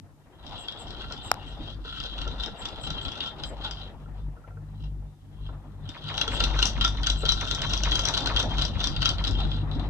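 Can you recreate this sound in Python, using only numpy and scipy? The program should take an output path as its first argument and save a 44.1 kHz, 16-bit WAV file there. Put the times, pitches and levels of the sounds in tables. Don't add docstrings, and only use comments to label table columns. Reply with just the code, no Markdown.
import sys
import numpy as np
from scipy import signal
from scipy.io import wavfile
from scipy.ndimage import uniform_filter1d

SR = 44100
rng = np.random.default_rng(int(sys.argv[2]) if len(sys.argv) > 2 else 0)


def to_wav(sig):
    pcm = np.clip(np.atleast_2d(sig), -1, 1) * 32767
    pcm = np.round(pcm).astype(np.int16)
    wavfile.write(sys.argv[1], SR, pcm.T)


N = 436149

# (main knock [s], lead-in [dB], main [dB], rebound [dB], rebound delay [ms])
SHEAVE_TURNS = [(0.465, -54, -45, -54, 29), (0.6827, -48, -34.5, -42, 39), (0.905, -47, -41, -80, 44),
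                (1.1222, -65, -34.5, -50, 54), (2.001, -55, -33, -43, 35), (2.216, -39.5, -33.5, -40.5, 61),
                (2.4349, -38, -32, -38, 25), (2.654, -39.5, -29.5, -38.5, 32), (2.873, -38, -35, -32.5, 30),
                (3.087, -34, -42, -39.5, 31), (6.1774, -36.5, -26, -23.5, 34.6),
                (6.4024, -34, -22.5, -22.5, 35.5), (6.626, -25.5, -18.5, -27, 28),
                (6.8473, -25, -19, -31, 30.4), (7.0688, -29, -21, -26, 31), (7.2902, -26, -20.5, -26.5, 30),
                (7.511, -35, -26.5, -33.5, 37), (7.7339, -31, -23, -36, 42),
                (7.955, -28, -25.5, -27.5, 37.5), (8.1755, -26, -24, -35, 30),
                (8.399, -24.5, -24.5, -35, 29), (8.62, -26.5, -24, -35, 30.5),
                (8.84, -28.5, -23.5, -28, 31), (9.056, -24, -19.5, -26, 34), (9.276, -26.5, -30, -41, 34)]
# (time [s], tilt of the middle modes [dB per octave], level of the part near 5.9 kHz [dB])
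PART_BALANCE = [(3.9, -10, -8), (5.8, -10.5, -11), (6.2, -8, 1.5), (8.6, 1, 5), (9.1, 0.5, -7)]
# (time [s], fundamental [dB], overtones [dB], swell swing [dB]; negative swells off the beat)
HUM_LEVELS = [(0.0, -94, -57, -10), (0.68, -59, -71, 10), (1.62, -44.5, -46, 0.5), (2.27, -37, -76.5, 3.5),
              (3.0, -61, -53, 15.5), (3.63, -40.5, -48, 2), (4.9, -41, -44, 8), (5.6, -42, -44.5, 6.5),
              (6.15, -45, -42.5, -5), (6.3, -29.5, -45, -8), (6.9, -30.5, -44.5, 2.5),
              (7.6, -32.5, -41, -5.5), (8.89, -32.5, -42, -2.5), (9.48, -30.5, -35.5, 6),
              (9.9, -41, -43.5, -12)]


def steel():
    modes = [(460, -24, 0.1), (621, -17, 0.035), (740, -19, 0.035), (1016, -16.5, 0.036), (1370, -9, 0.066),
             (1487, -9, 0.029), (1850, -12, 0.014), (2800, -9, 0.025), (3060, -3, 0.012), (3186, -3, 0.045),
             (3310, -2, 0.035), (3480, -5, 0.035), (3586, -16, 0.2), (3754, -13, 0.14), (4882, -28, 0.2),
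             (3910, -4, 0.03), (4012, -4, 0.04), (4100, 2, 0.008), (4545, -5, 0.011), (4800, -9, 0.015),
             (5346, -5, 0.007), (5810, -1, 0.008), (7370, -12, 0.0072), (10200, -28, 0.024),
             (12200, -38, .01)]
    pan = [(500, 4.5), (1500, 1.5), (3500, 2.5), (5600, 11), (8000, 5.5), (12000, -9.5)]
    thuds = [(1.108, -25), (1.85, -28.5), (2.047, -23.5), (2.267, -22.5), (2.48, -22.5), (4.058, -40),
             (4.366, -33.5), (4.438, -37.5), (4.505, -34.5), (4.57, -34), (5.489, -31), (6.139, -22.5),
             (6.276, -18.5), (7.233, -15.5)]
    low_drive, mid_drive, high_drive = contacts()
    thud_drive = amp(-16.5) * dying(spikes(*np.transpose(thuds)), t60=.044)
    tilt_db, near_db = in_time(PART_BALANCE)
    sizzle_db = 8 * np.exp(-((np.arange(N) / SR - 7.9) / .32) ** 2)
    roughness = rng.standard_normal(N) * amp(3.34 * drift(8.2))
    out = np.zeros((2, N))
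    for (hz, mode_db, t60), (shift, lag) in zip(modes, rng.random((len(modes), 2))):
        if hz > 4550:
            drive = high_drive
        elif hz < 2200:
            drive = low_drive + thud_drive * (600 / hz) ** 1.68
        else:
            drive = mid_drive * amp(tilt_db * np.log2(hz / 3600))
        if 5600 < hz < 6200:
            drive = drive * amp(near_db)
        if hz > 9000:
            drive = drive * amp(sizzle_db)
        ringing = amp(mode_db) * ring(drive * np.roll(roughness, int(shift * N)), hz, t60)
        out += at_ports(ringing, pan_db=at_hz(pan, hz), lag_ms=.2 * lag)
    position = np.arange(N) + np.cumsum(.0025 * signal.detrend(drift(25)))
    out = np.array([np.interp(position, np.arange(N), port) for port in out])
    out -= .55 * filtered(out, 1, [1900, 2600], "band")
    return filtered(out, 2, 9000)


def contacts(per_s=2500, spread_db=5):
    level = amp(-21.5) * chatter_level()
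    s, peak_db, bright_db = knocks()
    bright = spikes(s, peak_db + bright_db + 10)
    touches = rng.random(N) < per_s * amp(4 * drift(30)) / SR
    grit = touches * amp(spread_db * np.minimum(rng.exponential(1, N), 4))
    crackle = amp(-14) * softened(dying(spikes(s, peak_db), t60=.015))
    tick = amp(-15.5) * softened(dying(bright, t60=.009))
    shiver = amp(-6 + 4 * turn_wave()) * level + amp(-46.5) * dying(bright, t60=.22)
    return grit * level + amp(-2.5) * crackle, grit * level + crackle, grit * shiver + tick


def knocks(lead_s=.037):
    offbeats = [(3.2048, -29, -27), (3.435, -35, 0.5), (3.648, -37, -35), (3.7103, -35, 0), (5.89, -36, -3),
                (6.2776, -29.5, -6), (6.972, -36.5, -25), (7.4099, -32.5, -1.5), (7.6175, -26, -8.5),
                (7.817, -41, -20), (7.835, -28, -2.5), (7.912, -34, -5), (8.036, -34, -8),
                (8.053, -24, -3.5), (8.074, -34, -5), (8.086, -27, -0.5), (8.259, -30.5, -10),
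                (8.272, -27.5, -2), (8.963, -29.5, -30), (9.182, -35, -30), (9.402, -36, -32),
                (9.515, -35.5, -34), (9.713, -44, -17), (9.795, -39.5, -22)]
    brightness = [-12, -19.5, -11, -5, 0]
    strikes = []
    for s, lead_db, main_db, rebound_db, rebound_ms in SHEAVE_TURNS:
        times = [s - lead_s, s - lead_s + .008, s - .006, s, s + rebound_ms / 1000]
        peaks_db = [lead_db, lead_db - 2.5, lead_db - 3, main_db, rebound_db]
        strikes += zip(times, peaks_db, brightness)
    return np.transpose(strikes + offbeats)


def chatter_level():
    # (time [s], level [dB], swing [dB]; positive peaks with the main knock)
    chatter = [(0.0, -88, 4), (0.3, -78, 4), (0.46, -48.5, -4.5), (1.25, -44.5, 0.5), (1.4, -51.5, -5),
               (1.71, -48, -2.5), (1.8, -58.5, -7), (1.89, -39.5, -0.5), (2.46, -48, 2.5),
               (3.12, -44.5, -5.5), (3.24, -31.5, 10.5), (3.36, -52, -20.5), (3.53, -60.5, 6.5),
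               (3.65, -44, -8), (3.86, -48, -1), (3.98, -87, 1), (5.8, -75, 1.5), (5.87, -52.5, -8),
               (6.08, -41.5, -2.5), (6.6, -37, 2), (7.0, -47, -0.5), (7.4, -38.5, -0.5), (8.2, -36.5, 1),
               (8.7, -41.5, 4), (9.57, -42.5, -4.5), (9.7, -80, 1), (9.9, -87, 12)]
    swishes = [(4.03, -65), (4.2, -62.5), (4.85, -53.5), (5.479, -54), (9.76, -54), (9.85, -51)]
    rise_db_per_s, fade_db_per_s = 167, 502
    t = np.arange(N) / SR
    level_db, swing_db = in_time(chatter)
    level = amp(level_db + swing_db * turn_wave())
    for s, peak_db in swishes:
        level += amp(peak_db - np.maximum(rise_db_per_s * (s - t), fade_db_per_s * (t - s)))
    return level


def turn_wave(turn_s=.22):
    s = np.array(SHEAVE_TURNS)[:, 0]
    s = np.r_[s[0] - 5 * turn_s, s, s[-1] + 5 * turn_s]
    turn_count = np.r_[0, np.cumsum(np.round(np.diff(s) / turn_s))]
    return np.cos(2 * np.pi * np.interp(np.arange(N) / SR, s, turn_count))


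def pings(top_hz=5000, travel_s=.008, strays_per_s=9):
    blows = [(5.938, -40), (6.087, -35), (6.309, -32.5), (6.532, -33), (6.754, -35.5), (6.973, -39.5),
             (7.403, -32), (7.624, -32), (7.845, -28.5), (8.068, -29.5), (8.286, -30.5), (8.523, -37),
             (8.743, -39.5), (9.183, -37)]
    paths = [(0, -9, 1.5), (8.5, 0.5, 1.0), (20, -2, 1.2)]
    t, out = np.arange(round(.04 * SR)) / SR, np.zeros(N)
    s, peak_db, _ = knocks()
    clicks = spikes(*np.transpose(blows)) + spikes(s, peak_db - 16)
    _, near_db = in_time(PART_BALANCE)
    stray_level = amp(near_db - 2) * chatter_level()
    fade = np.hanning(2 * len(t))[len(t):] ** 2
    for delay_ms, path_db, distance in paths:
        travel = travel_s * distance
        sweep = np.sin(2 * np.pi * top_hz * travel ** 2 / (travel + t)) * fade
        strand_blur = rms_one(uniform_filter1d(rng.standard_normal(len(t)), size=40))
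        strays = (rng.random(N) < strays_per_s / SR) * rng.random(N) * stray_level
        arrivals = amp(path_db) * np.roll(clicks, round(delay_ms * SR / 1000)) + strays
        out += signal.oaconvolve(arrivals, sweep * (1 + .75 * strand_blur))[:N]
    return at_ports(filtered(out, 2, [450, 3200], "band"), pan_db=0)


def rope_hum(strand_hz=49.27, wander=.0162):
    overtones = [(2, -2.5), (3, -3), (4, -15.5)]
    fundamental_db, overtones_db, _ = in_time(HUM_LEVELS)
    swell_db = swell()
    phase = 2 * np.pi * np.cumsum(strand_hz * (1 + wander * drift(3.306))) / SR
    hum = amp(fundamental_db + swell_db + 2.36 * drift(13)) * np.sin(phase)
    for multiple, level_db in overtones:
        gain = amp(overtones_db + .35 * swell_db + level_db + 3.83 * drift(10.6))
        hum += gain * np.sin(multiple * phase + rng.uniform(0, 2 * np.pi))
    return at_ports(np.sqrt(2) * amp(dips()) * hum, pan_db=2.2)


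def swell(period_s=.648, crest_s=3.625, abruptness=1.8):
    _, _, swing_db = in_time(HUM_LEVELS)
    wave = np.cos(2 * np.pi * (np.arange(N) / SR - crest_s) / period_s)
    return swing_db * np.tanh(abruptness * wave) / np.tanh(abruptness)


def dips(width_s=.066):
    dropouts = [(3.95, 4), (4.41, 16.5), (5.17, 11.5), (5.63, 9.5), (5.98, 17)]
    t = np.arange(N) / SR
    return -sum(depth_db * np.exp(-((t - s) / width_s) ** 2) for s, depth_db in dropouts)


def snap():
    hits = [(1.3157, -.5, -1.5), (1.3413, -21, -32)]
    modes = [(780, -7, .013), (1350, -8, .007), (2800, -10, .004), (5200, -3.5, .005), (8500, -14, .003),
             (13000, -20, .003)]
    out = np.zeros((2, N))
    for s, left_db, right_db in hits:
        cracks = np.zeros(N)
        cracks[round(s * SR) + np.array([-16, 0, 9])] = [-.35, 1, -.4]
        for k, (hz, mode_db, t60) in enumerate(modes):
            ringing = amp(mode_db) * ring(cracks, hz, t60)
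            heard = at_ports(ringing, pan_db=0, lag_ms=.55) if k else np.roll(ringing, 16)
            out += heard * amp([[left_db], [right_db]])
    return out


def squeaks(hz=7630, width_hz=110, length_s=.07):
    rubs = [(0.597, -52), (0.7976, -53), (1.246, -49), (1.47, -64), (2.5875, -56), (2.8245, -53),
            (3.0294, -57), (3.4665, -53), (6.33, -46), (7.1901, -51)]
    t, envelope = np.arange(N) / SR, np.zeros(N)
    for s, peak_db in rubs:
        envelope += amp(peak_db) * np.sin(np.pi * np.clip((t - s) / length_s + .31, 0, 1))
    tone = ring(rng.standard_normal(N), hz, t60=np.log(1000) / (np.pi * width_hz))
    return at_ports(envelope * rms_one(tone), pan_db=3)


def rumble():
    levels = [(0.0, -57.5, -66.5), (0.3, -62, -61), (0.51, -50.5, -47), (1.62, -49, -48), (1.9, -48.5, -60),
              (2.15, -45, -46), (3.66, -51, -45.5), (4.2, -52.5, -57.5), (5.05, -54.5, -61.5),
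              (5.19, -55.5, -66.5), (5.49, -53.5, -56), (5.9, -50, -54), (6.3, -39, -40), (7.17, -42, -50),
              (8.41, -40, -37), (8.77, -37.5, -45), (9.9, -39.5, -44.5)]
    deep_spectrum = [(20, -21), (35, 3), (70, -1.5), (120, -5.5), (200, -13.5), (300, -11.5)]
    drone_spectrum = [(120, -16), (200, -1), (505, -3.5), (757, -0.5), (1230, -9), (1370, 4), (1620, -12.5),
                      (2400, -21), (3120, -63)]
    deep_db, drone_db = in_time(levels)
    deep = amp(deep_db + 5.5 + .24 * swell() + .27 * dips()) * banded_noise(deep_spectrum, pan_db=2)
    return deep + amp(drone_db) * banded_noise(drone_spectrum, pan_db=4)


def scatter(x, level_db=-5, t60=.16):
    t = np.arange(round(t60 * SR)) / SR
    tail = rng.standard_normal((2, len(t))) * amp(-60 * t / t60)
    tail /= np.sqrt(np.sum(tail ** 2, axis=1, keepdims=True))
    return amp(level_db) * signal.fftconvolve(x, tail, axes=1)[:, :N]


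def banded_noise(spectrum, pan_db, flicker_db=2.5):
    likeness = [(30, 0.18), (400, 0.91), (800, 0.88), (1500, 0.11), (2500, 0.077)]
    out, together = 0, drift(18)
    bottom_hz, top_hz = spectrum[0][0], spectrum[-1][0]
    edges = bottom_hz * 2 ** np.arange(0, np.log2(top_hz / bottom_hz) + .1, .5)
    white = rng.standard_normal((2, 2, N))
    for k, (low, high) in enumerate(zip(edges, edges[1:])):
        mid, side = filtered(white[k % 2], 2, [low, high], "band")
        hz = np.sqrt(low * high)
        alike = at_hz(likeness, hz)
        gain = amp(at_hz(spectrum, hz) + flicker_db * (.96 * together + drift(13)))
        out += gain * (np.sqrt(1 + alike) * mid + np.sqrt(1 - alike) * side * [[1], [-1]])
    return rms_one(out) * amp([[pan_db / 2], [-pan_db / 2]])


def at_ports(x, pan_db, lag_ms=.1):
    return np.array([np.roll(x, round(lag_ms * SR / 1000)) * amp(pan_db / 2), x * amp(-pan_db / 2)])


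def ring(clicks, hz, t60):
    r, w = amp(-60 / (t60 * SR)), 2 * np.pi * hz / SR
    return signal.lfilter([0, np.sin(w)], [1, -2 * r * np.cos(w), r * r], clicks + 1e-18)


def spikes(s, peak_db):
    out = np.zeros(N)
    out[np.round(s * SR).astype(int)] = amp(peak_db)
    return out


def dying(x, t60):
    return signal.lfilter([1], [1, -amp(-60 / (t60 * SR))], x + 1e-18)


def softened(x, rise_s=.0004):
    pole = np.exp(-1 / (rise_s * SR))
    return signal.lfilter([1 - pole], [1, -pole], x)


def drift(rate_hz):
    r = np.exp(-2 * np.pi * rate_hz * 40 / SR)
    slow = signal.lfilter([1], [1, -2 * r, r * r], rng.standard_normal(N // 40 + 2002))[2000:]
    return np.interp(np.arange(N) / 40, np.arange(len(slow)), rms_one(slow))


def filtered(x, order, hz, kind="low"):
    return signal.sosfilt(signal.butter(order, hz, kind, fs=SR, output="sos"), x)


def in_time(rows):
    s, *columns = np.transpose(rows)
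    return [np.interp(np.arange(N) / SR, s, column) for column in columns]


def at_hz(points, hz):
    frequencies, values = np.transpose(points)
    return np.interp(np.log(hz), np.log(frequencies), values)


def amp(db):
    return 10 ** (np.asarray(db) / 20)


def rms_one(x):
    return x / np.sqrt(np.mean(x ** 2) + 1e-20)


def scene():
    gear = steel() + squeaks() + pings()
    return gear + rope_hum() + rumble() + scatter(gear) + snap()


def record(dry, ceiling=.93, cutoff_hz=15900):
    hiss = amp(-68) * filtered(rng.standard_normal(dry.shape), 1, 9050)
    x = (dry + hiss) / ceiling
    rounded = ceiling * x / (1 + x ** 6) ** (1 / 6)
    return signal.sosfilt(signal.cheby2(12, 70, cutoff_hz, fs=SR, output="sos"), rounded)


dry = scene()
out = record(dry)
to_wav(out)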